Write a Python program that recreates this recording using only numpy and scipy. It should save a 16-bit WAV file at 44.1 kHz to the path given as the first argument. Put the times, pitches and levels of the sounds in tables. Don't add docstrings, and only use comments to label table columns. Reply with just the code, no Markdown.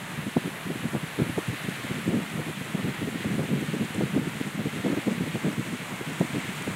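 import sys
import numpy as np
from scipy import signal
from scipy.fft import rfft, irfft
from scipy.io import wavfile
from scipy.ndimage import uniform_filter1d, map_coordinates

SR = 44100
rng = np.random.default_rng(int(sys.argv[2]) if len(sys.argv) > 2 else 0)


def transcribe(signal):
    frames = np.atleast_2d(signal).T
    limited = np.clip(frames, -1, 1)
    pcm = np.round(limited * 32767).astype(np.int16)
    wavfile.write(sys.argv[1], SR, pcm)


N = 297675
T = np.arange(N) / SR

# (f/Hz, relative level/dB)
FIZZ_SPECTRUM = [(4000, -15), (5300, -8.5), (6500, -3), (8200, -0.5), (9500, -4), (12000, -31)]


def wind(breeze_hz=199.86, gust_hz=238.8, brighten=0.95, firmness=0.94):
    # (t/s, relative peak level/dB, half-length/s, centre f/Hz)
    buffets = [(0.188, -32.0, 0.016, 188.5), (0.273, -29.0, 0.015, 241.3), (0.371, -17.0, 0.0092, 269),
               (0.46, -30.0, 0.023, 250.7), (0.665, -29, 0.011, 188.8), (0.705, -28.0, 0.019, 239.5),
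               (0.758, -33.0, 0.01, 210), (0.802, -33, 0.0096, 200.7), (0.851, -26.5, 0.023, 219.6),
               (0.951, -24.0, 0.023, 230.5), (1.035, -26, 0.011, 181.2), (1.197, -20.0, 0.014, 260.6),
               (1.222, -19.5, 0.0072, 203), (1.298, -26, 0.009, 199.4), (1.38, -20.5, 0.0095, 291.2),
               (1.493, -27, 0.018, 180.6), (1.528, -30.5, 0.014, 179), (1.687, -24.5, 0.008, 239.7),
               (1.849, -30, 0.0095, 200.3), (1.912, -30.0, 0.014, 178.6), (1.974, -30.5, 0.026, 220),
               (2.083, -23.5, 0.024, 231.4), (2.155, -24.0, 0.042, 269.4), (2.357, -25.5, 0.0077, 210.3),
               (2.394, -26.0, 0.019, 199), (2.467, -33.0, 0.011, 211.4), (2.493, -30.0, 0.014, 229.7),
               (2.614, -31.5, 0.01, 244), (2.747, -26.5, 0.011, 281.4), (2.792, -30.5, 0.019, 280.5),
               (2.85, -24.5, 0.013, 199.4), (2.881, -27.0, 0.018, 229.2), (3.031, -27.5, 0.024, 221),
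               (3.078, -24.5, 0.0089, 230.2), (3.154, -31.0, 0.013, 279.8), (3.26, -26.5, 0.015, 209.6),
               (3.319, -24.5, 0.034, 220.3), (3.398, -27.5, 0.035, 249), (3.442, -29, 0.017, 240.6),
               (3.537, -23.5, 0.044, 219.4), (3.622, -29.5, 0.018, 230.2), (3.691, -25.0, 0.0091, 199.8),
               (3.739, -25.0, 0.013, 249.9), (3.77, -30.0, 0.012, 232.4), (3.814, -23.0, 0.019, 229.3),
               (3.851, -30, 0.0094, 218), (3.986, -23.5, 0.011, 268.6), (4.009, -22, 0.0078, 347.5),
               (4.037, -22, 0.024, 221), (4.158, -21.5, 0.025, 259.6), (4.195, -23.0, 0.0058, 210.3),
               (4.22, -31.5, 0.012, 219.3), (4.275, -26.5, 0.0087, 228.6), (4.369, -29.5, 0.0079, 179.3),
               (4.41, -25.5, 0.0081, 261), (4.47, -29.5, 0.019, 219.4), (4.553, -29.5, 0.0094, 180.3),
               (4.596, -26.5, 0.022, 249.3), (4.661, -25.5, 0.018, 249), (4.739, -32.5, 0.013, 200.3),
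               (4.77, -31.5, 0.0163, 218.5), (4.799, -32.5, 0.013, 190.4), (4.864, -22, 0.022, 321.7),
               (4.901, -23.5, 0.0094, 260), (4.93, -21.5, 0.014, 260), (4.978, -24.5, 0.013, 289.6),
               (5.078, -18.5, 0.013, 300.2), (5.118, -24.5, 0.013, 271), (5.154, -33.5, 0.0085, 240.4),
               (5.178, -28, 0.0088, 190), (5.209, -21.5, 0.011, 249.3), (5.234, -27.5, 0.0098, 180.3),
               (5.268, -32.0, 0.017, 300.4), (5.356, -24.5, 0.014, 248.7), (5.466, -22.0, 0.029, 271.7),
               (5.53, -32.5, 0.012, 230), (5.592, -26.5, 0.026, 239.2), (5.685, -32.5, 0.032, 241.3),
               (5.734, -28.5, 0.016, 260.6), (5.813, -34, 0.019, 210.7), (5.919, -33, 0.017, 210),
               (6.012, -32, 0.01, 240.6), (6.081, -32, 0.015, 219.1), (6.214, -20.5, 0.013, 279.5),
               (6.25, -33, 0.0097, 190.7), (6.339, -28, 0.012, 240.9), (6.371, -26.5, 0.022, 231.3),
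               (6.452, -34, 0.011, 189.5), (6.49, -29.5, 0.013, 180.3), (6.678, -23.5, 0.0089, 308)]
    # (t/s, relative level/dB)
    breeze_levels = [(0, -41), (.2, -39.5), (.33, -47), (.43, -40), (.56, -47), (.78, -43), (.9, -43),
                     (1.08, -47), (1.28, -34), (1.42, -46), (1.58, -52.5), (1.65, -38.5), (1.77, -45),
                     (1.88, -40), (2.28, -39), (2.45, -39.5), (2.62, -42), (2.9, -36), (3.22, -39.5),
                     (3.45, -39), (3.85, -35), (4.1, -37), (4.5, -39.5), (4.9, -43), (5.02, -48),
                     (5.15, -35.5), (5.65, -43), (5.87, -45), (5.97, -39), (6.04, -48.5), (6.11, -38.5),
                     (6.45, -39.5), (6.75, -36.5)]
    # (f/Hz, relative level/dB)
    gust_spectrum = [(20, -23), (80, -5.5), (165, 4.5), (250, -1), (420, -12), (620, -20.5), (900, -31),
                     (1500, -56), (3000, -85)]
    flutter = undb(-3.5 + 3.0 * walk(28)) ** 2
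    power = undb(curve(breeze_levels)) ** 2 * (flutter + small_eddies())
    weighted_hz = power * breeze_hz
    for s, db, half, hz in buffets:
        buffet = eddies([(s, db + 0.33, half)])
        power = power + buffet
        weighted_hz = weighted_hz + buffet * hz
    pace = (weighted_hz / power / gust_hz) ** brighten
    swirls = colour(rng.standard_normal(2 * N), gust_spectrum)
    pressure = map_coordinates(swirls, [np.cumsum(pace)], order=3, mode="wrap")
    pressure = butterworth(pressure, "high", order=2, hz=148)
    pressure = butterworth(pressure, "low", order=4, hz=866)
    pressure = unit(pressure / smooth(pressure ** 2, seconds=0.012) ** (firmness / 2))
    force = np.sqrt(power) * undb(1.73 * walk(160))
    return butterworth(pressure * force, "high", order=2, hz=89.5)


def eddies(rows, lean=0.1433):
    power = np.zeros(N)
    for s, db, half in rows:
        near = slice(*np.searchsorted(T, [s - 4 * half, s + 4 * half]))
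        offset = T[near] - s
        passing = offset / (half * (1 + lean * np.sign(offset)))
        power[near] += undb(db) ** 2 * np.exp(-2 * passing ** 2)
    return power


def small_eddies(per_s=16, over_breeze_db=3, scatter_db=1.5, half_s=0.012):
    late, strength, length = rng.standard_normal(size=(160, 3)).T
    times = (np.arange(len(late)) + 0.5 * late) / per_s
    return eddies(zip(times, over_breeze_db + scatter_db * strength, half_s * np.exp(0.305 * length)))


def slaps():
    # (t/s, peak level/dB, centre f/Hz)
    fronts = [(.271, -26.5, 370), (.3695, -14, 600), (.374, -15.5, 377), (.704, -28, 480), (.951, -19, 613),
              (.963, -26, 605), (1.202, -22, 360), (1.381, -16, 478.5), (1.687, -25, 380),
              (3.247, -23, 522), (4.011, -18, 519.6), (4.177, -18, 380), (4.849, -19, 350.7),
              (4.863, -19, 500), (5.357, -21, 500), (6.213, -14, 497), (6.677, -15.5, 420.2)]
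    pressure = np.zeros(N)
    for s, db, hz in fronts:
        spread = (np.pi * hz * (T - s)) ** 2
        pressure -= undb(db) * (1 - 2 * spread) * np.exp(-np.minimum(spread, 50))
    return pressure


def surf():
    # (f/Hz, relative level/dB)
    roar_spectrum = [(60, -15.5), (150, 3), (350, -4.5), (700, -3.5), (1100, -2.5), (1500, -3.5),
                     (2200, -12), (4000, -31.5)]
    wash_spectrum = [(700, -30), (1300, -9), (1700, -2.5), (2050, -1.15), (2600, -3), (3400, -7),
                     (4200, -12), (5100, -21.5), (7000, -29)]
    spray_spectrum = [(7500, -21), (9500, -3), (10500, 0.5), (11500, -1.5), (12400, -11), (14000, -15),
                      (15500, -28)]
    mist_spectrum = [(9500, -22), (12000, -1), (13000, -1), (14000, 1), (15000, -18), (15600, -18)]
    # (t/s, level/dB)
    spray_levels = [(0, -55), (1.3, -53), (2.4, -54.5), (4.2, -56.5), (6.75, -57)]
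    roar_db = wave_swell(base_db=-41.5, follow=0.75, drift_db_per_s=-0.06)
    wash_db = wave_swell(base_db=-41.5, follow=0.99, drift_db_per_s=0.04)
    fizz_db = wave_swell(base_db=-52.5, follow=0.56, drift_db_per_s=0.42)
    mist_db = wave_swell(base_db=-61.5, follow=0.6, drift_db_per_s=0.17)
    roar = water(roar_spectrum, roar_db, grain=0.21, per_s=1000, churn_db=0.78)
    wash = water(wash_spectrum, wash_db, grain=0.36, per_s=1500, churn_db=0.6)
    fizz = water(FIZZ_SPECTRUM, fizz_db, grain=0.43, per_s=1400, churn_db=0.68)
    spray = water(spray_spectrum, curve(spray_levels), grain=0.5, per_s=1600, churn_db=0.7)
    mist = water(mist_spectrum, mist_db, grain=0.5, per_s=1500, churn_db=0.5)
    return roar + wash + wash_peak() + fizz + spray + mist


def water(spectrum, level_db, grain, per_s, churn_db):
    patches = 0
    for _ in range(2):
        rush = rng.standard_normal(N) + grain * bubbles(per_s)
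        patches = patches + rush * undb(churn_db * (walk(6) + walk(22)))
    return colour(patches, spectrum) * undb(level_db)


def bubbles(per_s, spread_db=5.5):
    bursts = rng.random(N) < per_s / SR
    size = undb(spread_db * np.minimum(rng.exponential(size=N), 4))
    return unit(bursts * size * rng.standard_normal(N))


def wave_swell(base_db, follow, drift_db_per_s):
    # (crest t/s, swell level/dB at follow = 1, half-length/s)
    waves = [(1.786, 2, 0.49), (3.0, 0.9, 0.33), (5.02, 1.5, 0.21), (6.75, 2, 0.82)]
    swell = sum(db * np.exp(-((T - s) / half) ** 2) for s, db, half in waves)
    return base_db + follow * swell + drift_db_per_s * T


def wash_peak(start_hz=1792, climb_hz_per_s=55, width_hz=370):
    rush = rng.standard_normal(N) + 1j * rng.standard_normal(N)
    envelope = butterworth(rush, "low", order=2, hz=width_hz / 2)
    cycles = np.cumsum(start_hz + climb_hz_per_s * T) / SR
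    band = unit((envelope * np.exp(2j * np.pi * cycles)).real)
    return band * undb(wave_swell(base_db=-53, follow=2.2, drift_db_per_s=0.06))


def foam_ticks(decay_s=0.0017):
    # (t/s, level/dB)
    bursts = [(1.635, -42), (2.299, -38), (3.849, -38), (3.946, -35), (6.622, -35)]
    envelope = np.zeros(N)
    for s, db in bursts:
        envelope += undb(db) * (T >= s) * np.exp(-np.abs(T - s) / decay_s)
    return envelope * colour(rng.standard_normal(N), FIZZ_SPECTRUM)


def undb(db):
    return 10 ** (np.asarray(db) / 20)


def curve(rows):
    return np.interp(T, *np.transpose(rows))


def unit(x):
    return x / np.std(x)


def colour(x, points):
    hz, db = np.transpose(points)
    f = np.maximum(np.fft.rfftfreq(len(x), 1 / SR), 1)
    gain = undb(np.interp(np.log(f), np.log(hz), db))
    return unit(irfft(rfft(x) * gain, len(x)))


def butterworth(x, kind, order, hz):
    return signal.sosfilt(signal.butter(order, hz, kind, fs=SR, output="sos"), x)


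def smooth(x, seconds):
    width = max(int(seconds * SR), 1)
    return uniform_filter1d(uniform_filter1d(x, width), width)


def walk(per_s):
    steps = rng.standard_normal(2048)
    held = steps[(T * per_s).astype(int) % len(steps)]
    return unit(smooth(held, 0.5 / per_s))


def scene():
    return (wind() + slaps() + surf() + foam_ticks())[None]


def record(dry, top_hz=15700):
    return signal.sosfilt(signal.ellip(10, 0.2, 80, top_hz, fs=SR, output="sos"), dry)


dry = scene()
out = record(dry)
transcribe(out)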